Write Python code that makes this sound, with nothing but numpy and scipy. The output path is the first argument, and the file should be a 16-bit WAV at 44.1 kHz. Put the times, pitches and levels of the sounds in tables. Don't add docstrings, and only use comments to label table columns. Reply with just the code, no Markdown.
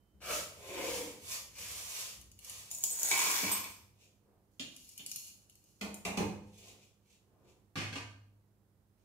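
import sys
import numpy as np
from scipy import signal
from scipy.fft import rfft, irfft, next_fast_len
from scipy.io import wavfile

SR = 44100
rng = np.random.default_rng(int(sys.argv[2]) if len(sys.argv) > 2 else 0)


def wrap_up_sound(samples):
    columns = np.atleast_2d(samples).T
    tamed = np.clip(columns, -1, 1)
    steps = np.round(tamed * 32767).astype(np.int16)
    wavfile.write(sys.argv[1], SR, steps)


N = 398663
T = np.arange(N) / SR


def amp(db):
    return 10 ** (np.asarray(db) / 20)


def unit(x):
    return x / np.sqrt(np.sum(x ** 2, axis=-1, keepdims=True))


def along(points, freqs_hz):
    hz, value = np.transpose(points)
    return np.interp(np.log(freqs_hz + 1), np.log(hz), value)


def loudness(curve):
    s, db = np.transpose(curve)
    inside = (T >= s[0]) * (T <= s[-1])
    return amp(np.interp(T, s, db)) * inside


def swells(rows, step=32, roundness=1.47):
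    t = T[::step]
    power = 0
    for s, db, rise_s, fall_s in rows:
        away = np.abs(np.where(t < s, (t - s) / rise_s, (t - s) / fall_s))
        power = power + amp(db - 20 * away ** roundness) ** 2 * (away < 2)
    return np.interp(T, t, np.sqrt(power))


def walk(rate_hz):
    knots = rng.standard_normal(int(N / SR * rate_hz) + 2)
    return np.interp(T * rate_hz, np.arange(len(knots)), knots)


def body(force, colour, modes=(), size=16384):
    f = np.arange(size // 2 + 1) * SR / size
    peaks = sum(amp(db) ** 2 / (1 + (2 * (f - hz) / width_hz) ** 2) for hz, width_hz, db in modes)
    magnitude = amp(along(colour, f)) * np.sqrt(1 + peaks)
    cepstrum = irfft(np.log(magnitude))
    response = irfft(np.exp(rfft(2 * cepstrum[:size // 2], size)))
    return signal.oaconvolve(force, unit(response[:size // 2]))[:N]


def grains(gain, per_s, scatter_db, surge_db):
    on = np.flatnonzero(gain)
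    chance = np.clip(per_s / SR * np.sqrt(gain[on] / gain.max()), 1e-6, 1)
    luck, size, side = rng.random(N)[on], rng.standard_normal(N)[on], rng.random(N)[on]
    sizes = amp(scatter_db * size.clip(-2, 2)) * np.sign(side - .5)
    hits = (luck < chance) * sizes / sizes.std() / np.sqrt(chance)
    force = np.zeros(N)
    force[on] = hits * gain[on] * amp(surge_db * walk(60)[on])
    return force


def blows(rows, buzz_db=0, size=4096):
    force, t = np.zeros(N + size), np.arange(size) / SR
    for s, db, contact_s in rows:
        buzz = unit(rng.standard_normal(size) * np.exp(-t / contact_s))
        blow = amp(buzz_db) * buzz
        blow[0] += 1
        start = int(s * SR)
        force[start:start + size] += amp(db) * unit(blow)
    return force[:N]


def ticks(rows, contact_s):
    return blows([(s, db, contact_s) for s, db in rows], buzz_db=9)


def two_ports(size, shared_hz=850, bass_share=0.81):
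    f = np.arange(size // 2 + 1) * SR / size
    mid, side = rfft(rng.standard_normal((2, size)))
    alike = bass_share / (1 + (f / shared_hz) ** 4)
    common = mid * np.sqrt(1 + alike)
    opposed = np.array([[1], [-1]]) * side * np.sqrt(1 - alike)
    return irfft((common + opposed) / np.sqrt(2), size)


# (frequency [Hz], t60 [s], level [dB])
STANDING_WAVES = [(102.64, 1.5, -27.5), (206, .7, -21.5)]
# (frequency [Hz], t60 [s])
REVERB_T60 = [(100, .9), (260, 0.53), (700, 0.6), (1840, .5), (4850, 0.49), (12800, 0.44)]


def kitchen(size=65536, early_db=-4, early_decay_s=0.0082, build_up_s=0.0044):
    t = np.arange(size) / SR
    f, frame_s, tail = signal.stft(two_ports(size), SR, nperseg=512)
    t60 = along(REVERB_T60, f)[:, None]
    tail = signal.istft(tail * np.exp(-np.log(1000) * frame_s / t60), SR)[1][:, :size]
    response = unit(tail * (1 - np.exp(-t / build_up_s)))
    response += amp(early_db) * unit(two_ports(size) * np.exp(-t / early_decay_s))
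    for hz, t60_s, db in STANDING_WAVES:
        wave = np.sin(2 * np.pi * hz * t) * np.exp(-np.log(1000) * t / t60_s)
        response += amp(db) * unit(wave)
    return unit(response)


def panned(x, left_re_right_db):
    return x * amp(np.array([[left_re_right_db], [-left_re_right_db]]) / 2)


def placed(x, direct_db, left_re_right_db, right_lag_samples=4):
    response = kitchen()
    response[[0, 1], [0, right_lag_samples]] += amp(direct_db)
    wet = signal.fftconvolve(x[None], unit(response), axes=1)[:, :N]
    return panned(wet, left_re_right_db)


def moving(x, direct_db, left_re_right_db, path_cycle_hz=1.5):
    angle = np.pi * path_cycle_hz * T
    first = placed(x * np.cos(angle), direct_db, left_re_right_db)
    second = placed(x * np.sin(angle), direct_db, left_re_right_db, right_lag_samples=2)
    return first + second


# (frequency [Hz], level [dB])
AIR_COLOUR = [(20, -40), (32, -26.5), (52, -6.5), (100, -6.5), (150, -8.5), (250, -15.5), (320, -13),
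              (500, -19.5), (1240, -28), (2800, -37), (6000, -38), (15500, -36)]
# (frequency [Hz], level [dB])
MAINS_HUM = [(51, -85), (101, -77.5), (201, -81.5)]


def background(air_db=-72.5, ring_hz=3068, ring_db=-90, ring_end_s=.3):
    noise = two_ports(next_fast_len(N + 1, True))[:, :N]
    air = np.array([body(port, AIR_COLOUR) for port in noise])
    hum = 0
    for hz, db in MAINS_HUM:
        level = amp(db + 0.96 * walk(5.9)) * np.sqrt(2)
        hum = hum + level * np.sin(2 * np.pi * hz * T + .5 * walk(1.3))
    ring = amp(ring_db) * np.sqrt(2) * np.sin(2 * np.pi * ring_hz * T) * (T < ring_end_s)
    return air * amp(air_db + 0.56 * walk(3)) + hum + ring


# (peak time [s], level [dB])
BRUSH_TOUCHES = [(4.031, -62.5), (6.47, -70), (6.579, -58.5), (6.678, -53.5), (6.821, -64), (7.109, -66),
                 (7.49, -68.5), (9.02, -80)]
# (peak time [s], level [dB])
CLOTH_FOLDS = [(4.3, -71.5), (6.68, -62.5), (7.33, -70), (7.479, -67)]
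# (frequency [Hz], level [dB])
BRUSH_TONE = [(240, -30.5), (400, 3), (784, -11.5), (1400, -26.5), (2430, -0.5), (5000, -6.5), (6990, -2.5),
              (7670, -7), (15500, -17.5)]
# (frequency [Hz], level [dB])
CLOTH_TONE = [(100, -5), (400, 2.5), (1100, -9.5), (1700, -19), (6000, -37)]
# (frequency [Hz], level [dB])
SHUFFLE_TONE = [(25, -38.5), (60, 3.5), (110, 0.5), (190, -6.5), (400, -14), (1500, -43.5)]


def handling(shuffle_start_s=.13, shuffle_end_s=3.9, shuffle_db=-65, calm_db_per_s=2):
    touches = swells([(s, db, 0.09, 0.069) for s, db in BRUSH_TOUCHES])
    folds = swells([(s, db, .13, 0.16) for s, db in CLOTH_FOLDS])
    busy = amp(shuffle_db - calm_db_per_s * T) * (T > shuffle_start_s) * (T < shuffle_end_s)
    brush = grains(touches, per_s=3500, scatter_db=4, surge_db=2.2)
    cloth = grains(folds, per_s=3000, scatter_db=3, surge_db=2.5)
    bumps = grains(busy, per_s=150, scatter_db=3, surge_db=3)
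    return body(brush, BRUSH_TONE) + body(cloth, CLOTH_TONE) + body(bumps, SHUFFLE_TONE)


def plate_free(moves_s=0.2, loosens_s=.02):
    return np.clip((T - moves_s) / loosens_s, 0, 1)


def bend(x, centre_s, sag_hz_per_s, size=65536):
    shift_hz = sag_hz_per_s * (centre_s - T[:size])
    turn = np.exp(2j * np.pi * np.cumsum(shift_hz) / SR)
    return np.pad(np.real(signal.hilbert(x[:size]) * turn), (0, N - size))


# (peak time [s], level [dB], rise [s], fall [s])
PLATE_SCRAPE = [(.322, -35.5, .14, 0.096)]
# (peak time [s], level [dB], rise [s], fall [s])
JAR_SCRAPE = [(.83, -39.5, .27, 0.32)]
# (frequency [Hz], level [dB])
PLATE_SCRAPE_COLOUR = [(100, -9.5), (300, 1), (900, -8), (1600, -5), (3000, 0.5), (5000, -4.5),
                       (9000, -2.5), (15000, -11)]
# (frequency [Hz], level [dB])
JAR_SCRAPE_COLOUR = [(100, -12), (250, 0.5), (700, -3), (1450, -6.5), (2300, -1.5), (3600, -1), (5000, -33),
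                     (15000, -16)]
# (frequency [Hz], width [Hz], level re colour [dB])
PLATE_SCRAPE_MODES = [(602, 68, 19), (1246, 170, 18), (2250, 120, 9), (2715, 130, 8.5)]
# (frequency [Hz], width [Hz], level re colour [dB])
JAR_SCRAPE_MODES = [(335, 21, 19.8), (505, 71, 18.8), (956, 130, 10.2), (2200, 450, 5.6)]


def dragging():
    plate_slips = grains(swells(PLATE_SCRAPE) * plate_free(), per_s=5000, scatter_db=3, surge_db=1.5)
    jar_slips = grains(swells(JAR_SCRAPE), per_s=2500, scatter_db=3, surge_db=1.5)
    plate = body(plate_slips, PLATE_SCRAPE_COLOUR, PLATE_SCRAPE_MODES)
    jar = body(jar_slips, JAR_SCRAPE_COLOUR, JAR_SCRAPE_MODES)
    return bend(plate, centre_s=.347, sag_hz_per_s=690) + bend(jar, centre_s=.89, sag_hz_per_s=240)


# (peak time [s], level [dB], rise [s], fall [s])
SLIDES = [(.345, -36, .125, 0.11), (.93, -40, .36, 0.2), (1.335, -37.5, 0.13, 0.07),
          (1.6, -41.5, 0.068, 0.33), (1.77, -44, 0.22, .13), (1.985, -40, 0.29, .18),
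          (2.5, -47.5, 0.11, 0.28)]
# (peak time [s], level [dB], rise [s], fall [s])
PALM_SWEEPS = [(4.86, -57, 0.27, 0.35), (5.265, -48.5, 0.24, 0.053), (5.72, -69.5, 0.6, 0.18)]
# (frequency [Hz], level [dB])
SLIDE_TONE = [(150, -53.5), (250, -19.5), (385, -13), (583, -7.5), (823, -11.5), (1120, -5.5),
              (1430, -11.5), (2490, -1.5), (3960, -4), (7000, 1), (7640, -2.5), (12200, -5.5), (15500, -13)]
# (frequency [Hz], level [dB])
PLATE_TONE = [(300, -21), (1000, -17), (1800, -18.5), (2500, -1), (3700, -1.5), (6200, 6.5), (8200, 2.5),
              (11500, 3), (15000, -4.5)]
# (frequency [Hz], width [Hz], level re colour [dB])
PLATE_RESONANCES = [(289.4, 30, 5.1), (2420, 28, 5.2), (2878, 60, 11), (4300, 83, 7.7), (6870, 220, 5.1),
                    (10900, 68.7, 8.8)]


def sliding():
    slips = grains(swells(SLIDES) * plate_free(), per_s=9000, scatter_db=5, surge_db=1.5)
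    crumbs = grains(swells(PALM_SWEEPS), per_s=1100, scatter_db=4.5, surge_db=3.0)
    return body(slips, SLIDE_TONE) + body(crumbs, PLATE_TONE, PLATE_RESONANCES)


# (time [s], strength [dB])
JAR_GRAINS = [(2.7133, -9), (2.7483, -10.5), (2.7852, -15), (2.8382, 2), (2.8505, -10.5), (3.0311, -0.5),
              (3.0875, -5.5), (3.314, -5), (5.9429, -15.5)]
# (time [s], strength [dB])
PLATE_CRUMBS = [(2.213, -27), (2.3162, -30.5), (2.3901, -25.5), (2.4464, -20), (2.4968, -16.5),
                (4.7642, -23.5), (4.8465, -33), (4.8909, -25), (4.9777, -18), (5.063, -13), (5.096, -22),
                (5.1154, -11), (5.1598, -9.5), (5.4975, -30.5), (5.5544, -33), (5.64, -38)]
# (frequency [Hz], level [dB])
JAR_TONE = [(200, -15.5), (500, -4), (1000, -7), (1550, -33.5), (2300, -7), (4200, -7.5), (6000, 1),
            (8000, 2.5), (10000, -0.5), (15000, -0.5)]
# (frequency [Hz], width [Hz], level re colour [dB])
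JAR_RESONANCES = [(6805, 160, 16.9), (7200, 57, 6.1), (7210, 110, 11), (7960, 26.5, 3.4), (7760, 48, 13),
                  (8650, 25, 7.5), (9200, 57, 12), (9000, 50, 13), (13000, 79, 8.3)]


def strays():
    jar = body(ticks(JAR_GRAINS, contact_s=.0016), JAR_TONE, JAR_RESONANCES)
    plate = body(ticks(PLATE_CRUMBS, contact_s=0.0025), PLATE_TONE, PLATE_RESONANCES)
    return jar + plate


# (time [s], level [dB])
POUR_FLOW = [(2.70, -47.5), (2.98, -38.5), (3.07, -30.5), (3.52, -36.5), (3.6, -49.5), (3.85, -69)]
# (frequency [Hz], level [dB])
HEAP_TONE = [(150, -16.5), (350, -13.5), (1600, 0), (3000, -1.5), (4100, -2), (5600, 4.5), (9000, -3),
             (12000, 0), (15000, -2.5)]


def pouring(heap_share_empty=.015, heap_share_full=0.97):
    flow = loudness(POUR_FLOW)
    filled = np.cumsum(flow ** 2) / np.sum(flow ** 2)
    heap_share = heap_share_empty + (heap_share_full - heap_share_empty) * filled
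    wall = grains(flow * np.sqrt(1 - heap_share), per_s=600, scatter_db=5, surge_db=2.2)
    heap = grains(flow * np.sqrt(heap_share), per_s=1100, scatter_db=5, surge_db=1.5)
    return body(wall, JAR_TONE, JAR_RESONANCES) + body(heap, HEAP_TONE)


# (peak time [s], level [dB], rise [s], fall [s])
RIM_PRESSURE = [(3.24, -31, .3, .13), (3.499, -37, 0.38, .12)]
# (time [s], strength [dB])
RIM_BUMPS = [(3.1135, 4), (3.641, -11)]
# (time [s], strength [dB], contact [s])
EDGE_GLANCES = [(2.908, -6.5, 0.0063), (3.516, 2, 0.0053), (3.527, -19.5, 0.0069)]
# (frequency [Hz], level [dB])
CHATTER_TONE = [(150, -18), (320, 2), (700, -6), (1100, 1), (1600, -5.5), (2600, 2.5), (4000, -0.5),
                (8000, 1.5), (15000, -26.5)]
# (frequency [Hz], width [Hz], level re colour [dB])
RIM_RESONANCES = [(888.5, 28, 5.1), (1010, 120, 13), (1261, 20, 6), (2230, 120, 7), (2213, 30, 15),
                  (2316, 170, 14), (3000, 22, 2.8), (3390, 40, 6.9)]
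# (frequency [Hz], width [Hz], level re colour [dB])
EDGE_RESONANCES = [(7660, 19, 11), (7710, 16, 11), (8118, 43, 25.5), (8672, 17, 14), (8770, 17, 21),
                   (12000, 30, 13), (12870, 30, 14), (12900, 38, 13), (12500, 16, 21), (13400, 20, 16),
                   (13850, 70, 21), (14600, 30, 17)]


def rim(slips_hz=72, unevenness=.25, scatter_db=0.4, count=64):
    gaps, size = rng.standard_normal((count, 2)).T
    times_s = RIM_BUMPS[0][0] + np.cumsum(np.exp(unevenness * gaps)) / slips_hz
    jerks = ticks(zip(times_s, scatter_db * size), contact_s=0.0017)
    slips = jerks * np.sqrt(SR / slips_hz) * swells(RIM_PRESSURE)
    chatter = body(slips + ticks(RIM_BUMPS, contact_s=0.0026), CHATTER_TONE, RIM_RESONANCES)
    return chatter + body(blows(EDGE_GLANCES, buzz_db=3.5), JAR_TONE, EDGE_RESONANCES)


# (time [s], thud strength [dB], tick strength [dB], thud contact [s])
PLATE_KNOCKS = [(3.425, -7, -33, 0.013), (5.811, -9.5, -9, 0.064), (6.0503, -3.5, -5, 0.045),
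                (6.172, -.5, -5, .014), (6.2, -1, -46, 0.0076)]
# (time [s], strength [dB], contact [s])
PALM_PATS = [(4.5955, -8.5, 0.0096), (4.993, -19, 0.0092)]
# (frequency [Hz], level [dB])
THUD_TONE = [(25, -44.5), (55, -10.5), (98, 0.5), (150, -13.5), (210, -3.5), (350, -3.5), (600, -1.5),
             (1000, -4.5), (1450, -18), (2300, -12.5), (4000, -38.5), (12000, -41.5)]
# (frequency [Hz], level [dB])
TICK_TONE = [(300, -13.5), (1300, -4), (1900, 0), (2500, 11), (3200, 0), (4800, -1.5), (6500, -0.5),
             (9000, -7), (15000, -15)]
# (frequency [Hz], level [dB])
PAT_TONE = [(100, -13), (190, -0.5), (265, 5.5), (450, -6), (1000, -12), (1800, -10), (3100, 2.5),
            (4300, -4.5), (7000, -7), (15000, -25)]
# (frequency [Hz], width [Hz], level re colour [dB])
HELD_RESONANCES = [(190.2, 16, 14), (300, 17, 7.4), (498, 24, 2.5), (909, 24, 3.5), (2540, 45, 1.8)]


def knocking():
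    s, thud_db, tick_db, contact_s = np.transpose(PLATE_KNOCKS)
    thuds = body(blows(zip(s, thud_db, contact_s), buzz_db=6.0), THUD_TONE, HELD_RESONANCES)
    steel = body(ticks(zip(s, tick_db), contact_s=.005), TICK_TONE)
    pats = body(blows(PALM_PATS, buzz_db=4.5), PAT_TONE, PLATE_RESONANCES)
    return thuds + steel + pats


# (time [s], strength [dB], contact [s])
PUT_DOWN_BLOWS = [(7.756, -6.5, 0.014), (7.773, -7, 0.013), (7.8, -6, 0.04), (7.9274, -10.5, 0.011),
                  (7.956, -7.5, 0.012)]
# (frequency [Hz], level [dB])
CLATTER_TONE = [(50, -17.5), (110, 1.5), (180, -12), (280, -4.5), (600, -12.5), (1130, -12), (1600, -8),
                (2200, -10.5), (2900, -8), (4000, -16.5), (6000, -16.5), (12000, -32.5), (15500, -43)]
# (frequency [Hz], width [Hz], level re colour [dB])
LOOSE_RESONANCES = [(152, 10, 4.6), (256, 14, 2.3), (1190, 57, 6.5), (1561, 2.8, 8.4), (2110, 57, 7.4),
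                    (2230, 64, 5.2), (2480, 68, 8.4), (2850, 43, 3), (4360, 95, 7.8)]


def putting_down():
    return body(blows(PUT_DOWN_BLOWS, buzz_db=6), CLATTER_TONE, LOOSE_RESONANCES, size=65536)


def scene():
    air = panned(background(), left_re_right_db=-4.5)
    plate = moving(handling() + dragging() + sliding(), direct_db=-6.5, left_re_right_db=-0.36)
    grain_ticks = placed(strays(), direct_db=-2, left_re_right_db=1.5)
    jar = placed(pouring() + rim(), direct_db=-6, left_re_right_db=-0.5)
    knocks = placed(knocking(), direct_db=-19.5, left_re_right_db=-1.7)
    clatter = placed(putting_down(), direct_db=-14, left_re_right_db=-1.3, right_lag_samples=9)
    return air + plate + grain_ticks + jar + knocks + clatter


def record(dry, top_hz=15600):
    return signal.sosfilt(signal.ellip(10, .2, 80, top_hz, fs=SR, output="sos"), dry)


dry = scene()
out = record(dry)
wrap_up_sound(out)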